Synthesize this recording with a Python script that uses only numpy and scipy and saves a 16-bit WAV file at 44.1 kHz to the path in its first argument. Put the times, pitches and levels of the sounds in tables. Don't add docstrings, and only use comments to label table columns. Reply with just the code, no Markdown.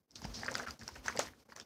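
import sys
import numpy as np
from scipy import signal
from scipy.io import wavfile

SR = 44100
rng = np.random.default_rng(int(sys.argv[2]) if len(sys.argv) > 2 else 0)


def magnitude_from_level(level_db):
    exponent = np.asarray(level_db, float) / 20
    return 10 ** exponent


def materialize(psi):
    bounded = np.clip(np.atleast_2d(psi).T, -1, 1)
    quanta = np.round(bounded * 32767).astype(np.int16)
    wavfile.write(sys.argv[1], SR, quanta)


N = 72765

# start in seconds, effort as
# background let through in dB, tearing in dB, squeezing in dB, load on the tub in dB.
HAND_STROKES = [
    (0, -91.5, 1, -1, 6.5),
    (0.072, -101, -12, -8, -18),
    (0.107, -85.5, 1, -21, 1),
    (0.153, -79.5, 14, -13, 6),
    (0.158, -67, 21.5, -7, -2),
    (0.208, -67, 3, -30, 0),
    (0.248, -64.5, 15, 4.5, 8),
    (0.333, -64, -3.5, -8, 7),
    (0.343, -60, 17.5, -8, 3),
                (.43, -58, 9, 0, -1),
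    (0.491, -63, 11, 9.5, 4.5),
    (0.562, -53.5, -5, -4.5, 0),
    (0.634, -58.5, 2, 8, 1.5),
    (0.661, -63.5, 2, 6.5, -10),
    (0.676, -55.5, -18, -22, -1),
    (.72, -63, -15, -25, 6),
    (.745, -68, -23, 10, 5),
    (0.79, -77.5, -21, -7, -13),
                (0.797, -68, 12, -10, 6),
    (.88, -64.5, -1, -18, 4.5),
    (.94, -69, 8, -23, -5),
    (0.963, -61, -14, 1.5, 1),
    (1.026, -73, 4, -4, 2.5),
    (1.059, -51.5, -6, -26, -3.5),
    (1.138, -59.5, -7, -13, -8),
    (1.187, -60, 6, 0.5, 8),
    (1.193, -42.5, -9, 1.5, -8),
                (1.29, -61.5, -17, -21, 0),
    (1.357, -77.5, -40, -34, 0.0039),
    (1.395, -74, 5, -27, 0),
    (1.449, -78.5, 0, -2, 0.016),
    (1.482, -85, -11, 0, 0),
    (1.493, -75.5, 9, 18.5, 0.0043),
    (1.531, -71, 6, -3, 0),
    (1.547, -90, -20, -10, 0),
    (1.562, -65.5, 13, 10.5, 0),
                (1.085, -49.5, -5, -21, -9),
    (1.11, -61, 8, -25, -3),
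    (1.159, -60.5, 5, 12, 1.5),
    (1.214, -50.5, 3, -3.5, -10.5),
    (1.256, -55, -1, -3, -5),
    (1.295, -66.5, -9, -21, 2),
    (1.597, -69, -5, 1, -19),
    (1.603, -63, 7, -23, -9),
    (1.63, -73, 12, -13, 1),
]
END_S, END_EFFORT_DB = 1.641, -80

# centre in seconds, half length in seconds, depth in dB.
DROPOUTS = [
    (.027, 0.0022, -24),
    (0.071, 0.0075, -13),
    (0.66, 0.0037, -13.5),
    (0.785, 0.0034, -7.5),
    (1.445, 0.0078, -15),
    (1.479, 0.0013, -12),
]
# frequency in Hz, level in dB per Hz.
BACKGROUND_TONE = [(40, -25.5), (300, 0.5), (1900, -10.5), (2700, -12), (3800, -14), (5300, -10),
                   (8500, -22), (15000, -24.5)]
# time of peak in seconds, peak in dB,
# pitch in Hz.
FILM_TICKS = [(0.1086, -54, 5550), (0.116, -55.5, 5100), (0.1564, -41, 5540), (0.162, -50, 4170),
              (0.2434, -49, 5340), (0.2535, -43, 4900), (0.3437, -38, 5600), (0.4635, -39, 4840),
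              (0.5168, -40.5, 5950), (0.5417, -37.5, 5400), (0.5533, -28, 4860), (0.5811, -37.5, 7450),
              (0.6303, -44.5, 5800), (0.6835, -45, 4770), (0.7081, -38.5, 4870), (0.7931, -45, 5600),
              (0.8133, -47.5, 5300), (0.8335, -47.5, 4840), (0.8792, -32, 5570), (0.8887, -48, 5360),
              (1.0825, -28.5, 6180), (1.1646, -46, 4740), (1.1734, -35.5, 4800), (1.1928, -24, 6570),
              (1.2025, -38, 6430), (1.2174, -43, 6500), (1.612, -48.5, 3550), (1.5633, -41, 6020),
              (1.5735, -51, 6850), (1.5992, -36.5, 5400),
              (.1192, -63, 5340), (0.2187, -47, 4970), (.446, -43.5, 7600), (0.5127, -41.5, 7660),
                (0.5934, -44, 6040), (1.0612, -39, 5640), (0.871, -63, 5500), (.901, -58, 5400),
                (.943, -52, 5350), (.956, -51.5, 5460), (1.165, -40, 7700), (1.184, -46, 5100),
                (1.589, -53, 5800)]
# time of peak in seconds, peak in dB.
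TICK_SPARKS = [(.1557, -77), (.218, -71), (0.254, -62), (.5124, -58), (0.5167, -56), (0.5415, -56),
               (.5523, -58), (.559, -62), (.5743, -53), (.5943, -60), (0.6294, -59), (.7075, -58),
               (.8895, -57.5), (1.0825, -73), (1.088, -69), (1.1635, -58), (1.1932, -41.5), (1.197, -52),
               (1.203, -67), (1.2385, -58), (1.563, -66), (1.5995, -80)]
# time of peak in seconds, peak in dB, pitch in Hz.
STRAND_SNAPS = [(.158, -44, 3800), (.2445, -47.5, 3020), (.2485, -50.5, 2760), (.3465, -51, 3500),
                (.448, -62, 3300), (.4835, -50, 2600), (.488, -45, 2420), (.5485, -39, 3390),
                (.57, -48.5, 2980), (.582, -44, 2700), (.708, -50, 2590), (.8795, -53, 2540),
                (.9595, -51.5, 2610), (1.0825, -39.5, 2540), (1.174, -43, 2820), (1.193, -35.5, 3530),
                (1.5635, -55.5, 3620), (1.6, -46, 3230)]
# time of peak in seconds, peak in dB, pitch in Hz.
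AIR_POPS = [(0.2186, -46, 905), (0.244, -44, 1580), (0.2521, -37, 783), (0.4343, -31.5, 1735),
            (0.4601, -43, 895), (0.4827, -27, 1690), (0.4871, -24, 1570), (0.5191, -38.5, 850),
            (0.5538, -25.5, 1374), (0.5985, -32, 1430), (0.6036, -36.5, 1420), (0.6353, -41.5, 1690),
            (0.6738, -33, 1530), (0.6837, -34.5, 1310), (0.8233, -43.5, 1770), (0.8783, -41.5, 1380),
            (0.8904, -43.5, 925), (0.9588, -45, 1600), (0.9629, -43.5, 1370), (1.0826, -21, 1530),
            (1.0997, -33, 1035), (1.1742, -33.5, 1900), (1.1946, -33.5, 730), (1.1981, -25.5, 1264),
            (1.2868, -45, 1920), (1.5222, -41.5, 1590), (1.5265, -48, 950), (1.5644, -44.5, 1740),
            (1.6, -41.5, 1500), (1.619, -60, 1160), (0.4647, -42, 1320), (0.4476, -43, 2080),
            (.4585, -41, 1540), (.4335, -37.5, 760), (0.6058, -45, 1150), (0.62, -55, 1300),
            (.648, -56, 1100), (.888, -44, 1830), (0.955, -47.5, 1630), (1.0605, -40, 1800),
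            (1.069, -51, 1370), (1.126, -39, 2030), (1.2043, -31, 1800), (1.272, -40.5, 1760),
            (1.336, -52, 1630), (1.5735, -50, 1240), (1.582, -50, 1490), (1.491, -56, 880)]
# start in seconds, peak in dB, pitch in Hz, 60 dB decay in seconds.
TUB_THUMPS = [
    (0.227, -23.5, 208, 0.0068),
    (0.2466, -26, 164, 0.029),
    (0.256, -34, 50.5, 0.16),
    (0.816, -40, 88, 0.071),
    (0.918, -46, 79, 0.11),
    (0.971, -38, 61.6, 0.08),
    (1.19, -37.5, 260, 0.063),
    (1.191, -26.5, 582, 0.049),
]
# time of peak in seconds, peak in dB, pitch in Hz.
AIR_GURGLES = [(.666, -43, 1525),
                                                                                                                                       (.687, -43.5, 1370),
                                                                                                                                       (1.5225, -51, 4820),
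                                                                                                                                       (.8135, -49, 1780),
                                                                                                                                       (1.088, -36.5, 1900)]

BACKGROUND_DB, PATCHY_DB, TOGETHER = 11, 3.5, 0.29
BASS_FOLLOWS, TOP_FOLLOWS = 0.51, 0.65
RUMBLE_DB, RUMBLE_FOLLOWS, RUMBLE_HZ = -55, 0.81, (49.7, 132.7)
WALL_DB, WALL_HZ, WALL_T60_S = -53.5, 233.6, 0.068
TEAR_DB, TEAR_PER_S, TEAR_HZ = -4.5, 5000, (4480, 6130)
SQUEEZE_DB, SQUEEZE_PER_S, SQUEEZE_HZ = 2, 1100, (450, 2300)
SPARK_HZ = 10730
HOLLOW_DB, HOLLOW_RATIO = -19, 0.37
THUMP_RISE_CYCLES = 0.4
ROOM_DB, ROOM_T60_S, WALL_CUT_HZ = -17.5, 0.14, 7300
MIC_CUTOFF_HZ = 15800


def rms_one(x):
    return x / np.sqrt(np.mean(x ** 2) + 1e-20)


def drift(rate_hz):
    r = np.exp(-80 * np.pi * rate_hz / SR)
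    white = rng.standard_normal(N // 40 + 2002)
    slow = signal.lfilter([1], [1, -2 * r, r * r], white)[2000:]
    return np.interp(np.arange(N) / 40, np.arange(len(slow)), rms_one(slow))


def ring(clicks, hz, t60_s):
    r, w = magnitude_from_level(-60 / (t60_s * SR)), 2 * np.pi * hz / SR
    return signal.lfilter([0, np.sin(w)], [1, -2 * r * np.cos(w), r * r], clicks + 1e-18)


def band(x, low_hz, high_hz):
    return signal.sosfilt(signal.butter(2, [low_hz, high_hz], "band", fs=SR, output="sos"), x)


def band_noise(noise, span_hz):
    return rms_one(band(band(noise, *span_hz), *span_hz))


def bursts(rows, rise_cycles, fall_cycles, glide, crack_db, crack_hz):
    before = 200
    out, t = np.zeros(N + 1200), np.arange(-before, 600) / SR
    noise = rng.standard_normal((60, len(t)))
    cracks = band_noise(noise, crack_hz)
    for (s, db, hz), crack, phase in zip(rows, cracks, noise[:, 0]):
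        cycles = t * hz
        swell = np.exp(-(cycles / rise_cycles) ** 2)
        decay = 1 / np.cosh(cycles / fall_cycles)
        shape = np.where(cycles < 0, swell, decay)
        tone = np.cos(2 * np.pi * (cycles + glide * cycles * cycles / 2) + phase)
        i = int(s * SR)
        out[i:i + len(t)] += magnitude_from_level(db) * shape * (tone + magnitude_from_level(crack_db) * crack)
    return out[before:N + before]


def grains(per_s, span_hz, cycles, spread_db, clump_db):
    sizes = magnitude_from_level(spread_db * np.minimum(rng.exponential(1, N), 4))
    signed = sizes * rng.choice([-1, 1], N)
    born = rng.random(N) < per_s * magnitude_from_level(clump_db * drift(25)) / SR
    dealt = rng.integers(0, 14, N)
    pitches = np.geomspace(*span_hz, num=14)
    out = np.zeros(N)
    for k, hz in enumerate(pitches):
        t60_s = cycles / hz
        clicks = signed * born * (dealt == k)
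        out += ring(ring(clicks, hz, t60_s), hz, t60_s) * (hz / pitches[0]) ** 0.8
    return rms_one(out)


def hand():
    strokes = HAND_STROKES
    s, *columns = np.transpose(sorted(strokes + [(END_S, END_EFFORT_DB, 0, 0, 0)]))
    return [np.interp(np.arange(N) / SR, s, column) for column in columns]


def background(effort_db):
    out, together = 0, drift(40)
    edges = 36 * 2 ** np.arange(0, 9.1, 0.5)
    white = rng.standard_normal((2, N))
    hz, db = np.transpose(BACKGROUND_TONE)
    for k, (low, high) in enumerate(zip(edges, edges[1:])):
        level_db = np.interp(np.log(low * high) / 2, np.log(hz), db)
        follows = np.interp(np.log(low), np.log([150, 1500, 6000, 9000]), [BASS_FOLLOWS, 1, 1, TOP_FOLLOWS])
        flicker_db = PATCHY_DB * (TOGETHER * together + 0.5 * drift(34))
        gain_db = level_db + follows * (effort_db + 68) - 72 + flicker_db
        out = out + magnitude_from_level(gain_db) * band(white[k % 2], low, high)
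    return magnitude_from_level(BACKGROUND_DB) * 4.59 * out


def tub_under_load(effort_db, load_db):
    white = rng.standard_normal((2, N))
    rumble = magnitude_from_level(RUMBLE_DB + 1.5 * drift(12)) * band_noise(white[0], RUMBLE_HZ)
    wall = magnitude_from_level(WALL_DB + 1.5 * drift(12)) * rms_one(ring(white[1], WALL_HZ, WALL_T60_S))
    return magnitude_from_level(RUMBLE_FOLLOWS * (effort_db + 53.5) + load_db) * (rumble + wall)


def tearing_fizz(effort_db, tear_db):
    films = grains(TEAR_PER_S, TEAR_HZ, cycles=9, spread_db=2.5, clump_db=2.5)
    return magnitude_from_level(effort_db + tear_db + TEAR_DB) * films


def squelch(effort_db, squeeze_db):
    bubbles = grains(SQUEEZE_PER_S, SQUEEZE_HZ, cycles=12, spread_db=4, clump_db=3.5)
    return magnitude_from_level(effort_db + squeeze_db + SQUEEZE_DB) * bubbles


def suppressor_gate():
    t = np.arange(N) / SR
    return magnitude_from_level(sum(db * np.exp(-((t - s) / half_s) ** 4) for s, half_s, db in DROPOUTS))


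def film_ticks():
    return bursts(FILM_TICKS, 0.56, 5.84, 0, crack_db=-6, crack_hz=(4000, 7500))


def tick_sparks():
    rows = [(s, db, SPARK_HZ) for s, db in TICK_SPARKS]
    return bursts(rows, 5.9, 2.7, 0, crack_db=5, crack_hz=(8000, 15500))


def strand_snaps():
    return bursts(STRAND_SNAPS, 1.1, 4.3, 0, crack_db=-8.5, crack_hz=(2200, 4200))


def air_pops():
    return bursts(AIR_POPS, 1.15, 1.35, 0.056, crack_db=-8.5, crack_hz=(500, 2300))


def hollow_puffs():
    rows = [(s, db + HOLLOW_DB, hz * HOLLOW_RATIO) for s, db, hz in AIR_POPS]
    return bursts(rows, 0.23, 0.27, 0, crack_db=-2, crack_hz=(300, 900))


def tub_thumps():
    out, t = np.zeros(N), np.arange(N) / SR
    for s, db, hz, t60_s in TUB_THUMPS:
        age = np.maximum(t - s, 0)
        rise = 1 - np.exp(-age * hz / THUMP_RISE_CYCLES)
        out += magnitude_from_level(db - 60 * age / t60_s) * rise * np.sin(2 * np.pi * hz * age)
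    return out


def air_gurgles():
    return bursts(AIR_GURGLES, 3.1, 7, -0.0086, crack_db=-5, crack_hz=(1000, 2400))


def room(x):
    out, dull = np.zeros(N), np.exp(-2 * np.pi * WALL_CUT_HZ / SR)
    lags = (rng.uniform(0.004, 0.02, 8) * SR).astype(int)
    for k, lag in enumerate(lags):
        loop, state = x.copy(), [0.0]
        gain = magnitude_from_level(-60 * lag / SR / ROOM_T60_S)
        for i in range(lag, N, lag):
            back, state = signal.lfilter([gain * (1 - dull)], [1, -dull], loop[i - lag:i], zi=state)
            loop[i:i + lag] += back[:N - i]
        out += (loop - x) * (-1) ** k
    return magnitude_from_level(ROOM_DB) * out


def scene():
    effort_db, tear_db, squeeze_db, load_db = hand()
    hits = air_pops() + air_gurgles() + hollow_puffs() + film_ticks() + strand_snaps()
    slime = tearing_fizz(effort_db, tear_db) + squelch(effort_db, squeeze_db)
    sparks = tick_sparks()
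    tub = tub_thumps() + tub_under_load(effort_db, load_db)
    air = background(effort_db)
    return (hits + room(hits) + sparks + suppressor_gate() * (slime + tub + air))[None]


def low_pass(x):
    return signal.sosfilt(signal.butter(12, 16330, fs=SR, output="sos"), x)


def record(dry):
    x = signal.sosfilt(signal.butter(8, 40, "high", fs=SR, output="sos"), dry)
    x = signal.sosfilt(signal.cheby2(12, 50, MIC_CUTOFF_HZ + 500, fs=SR, output="sos"), x)
    return low_pass(x)


dry = scene()
out = record(dry)
materialize(out)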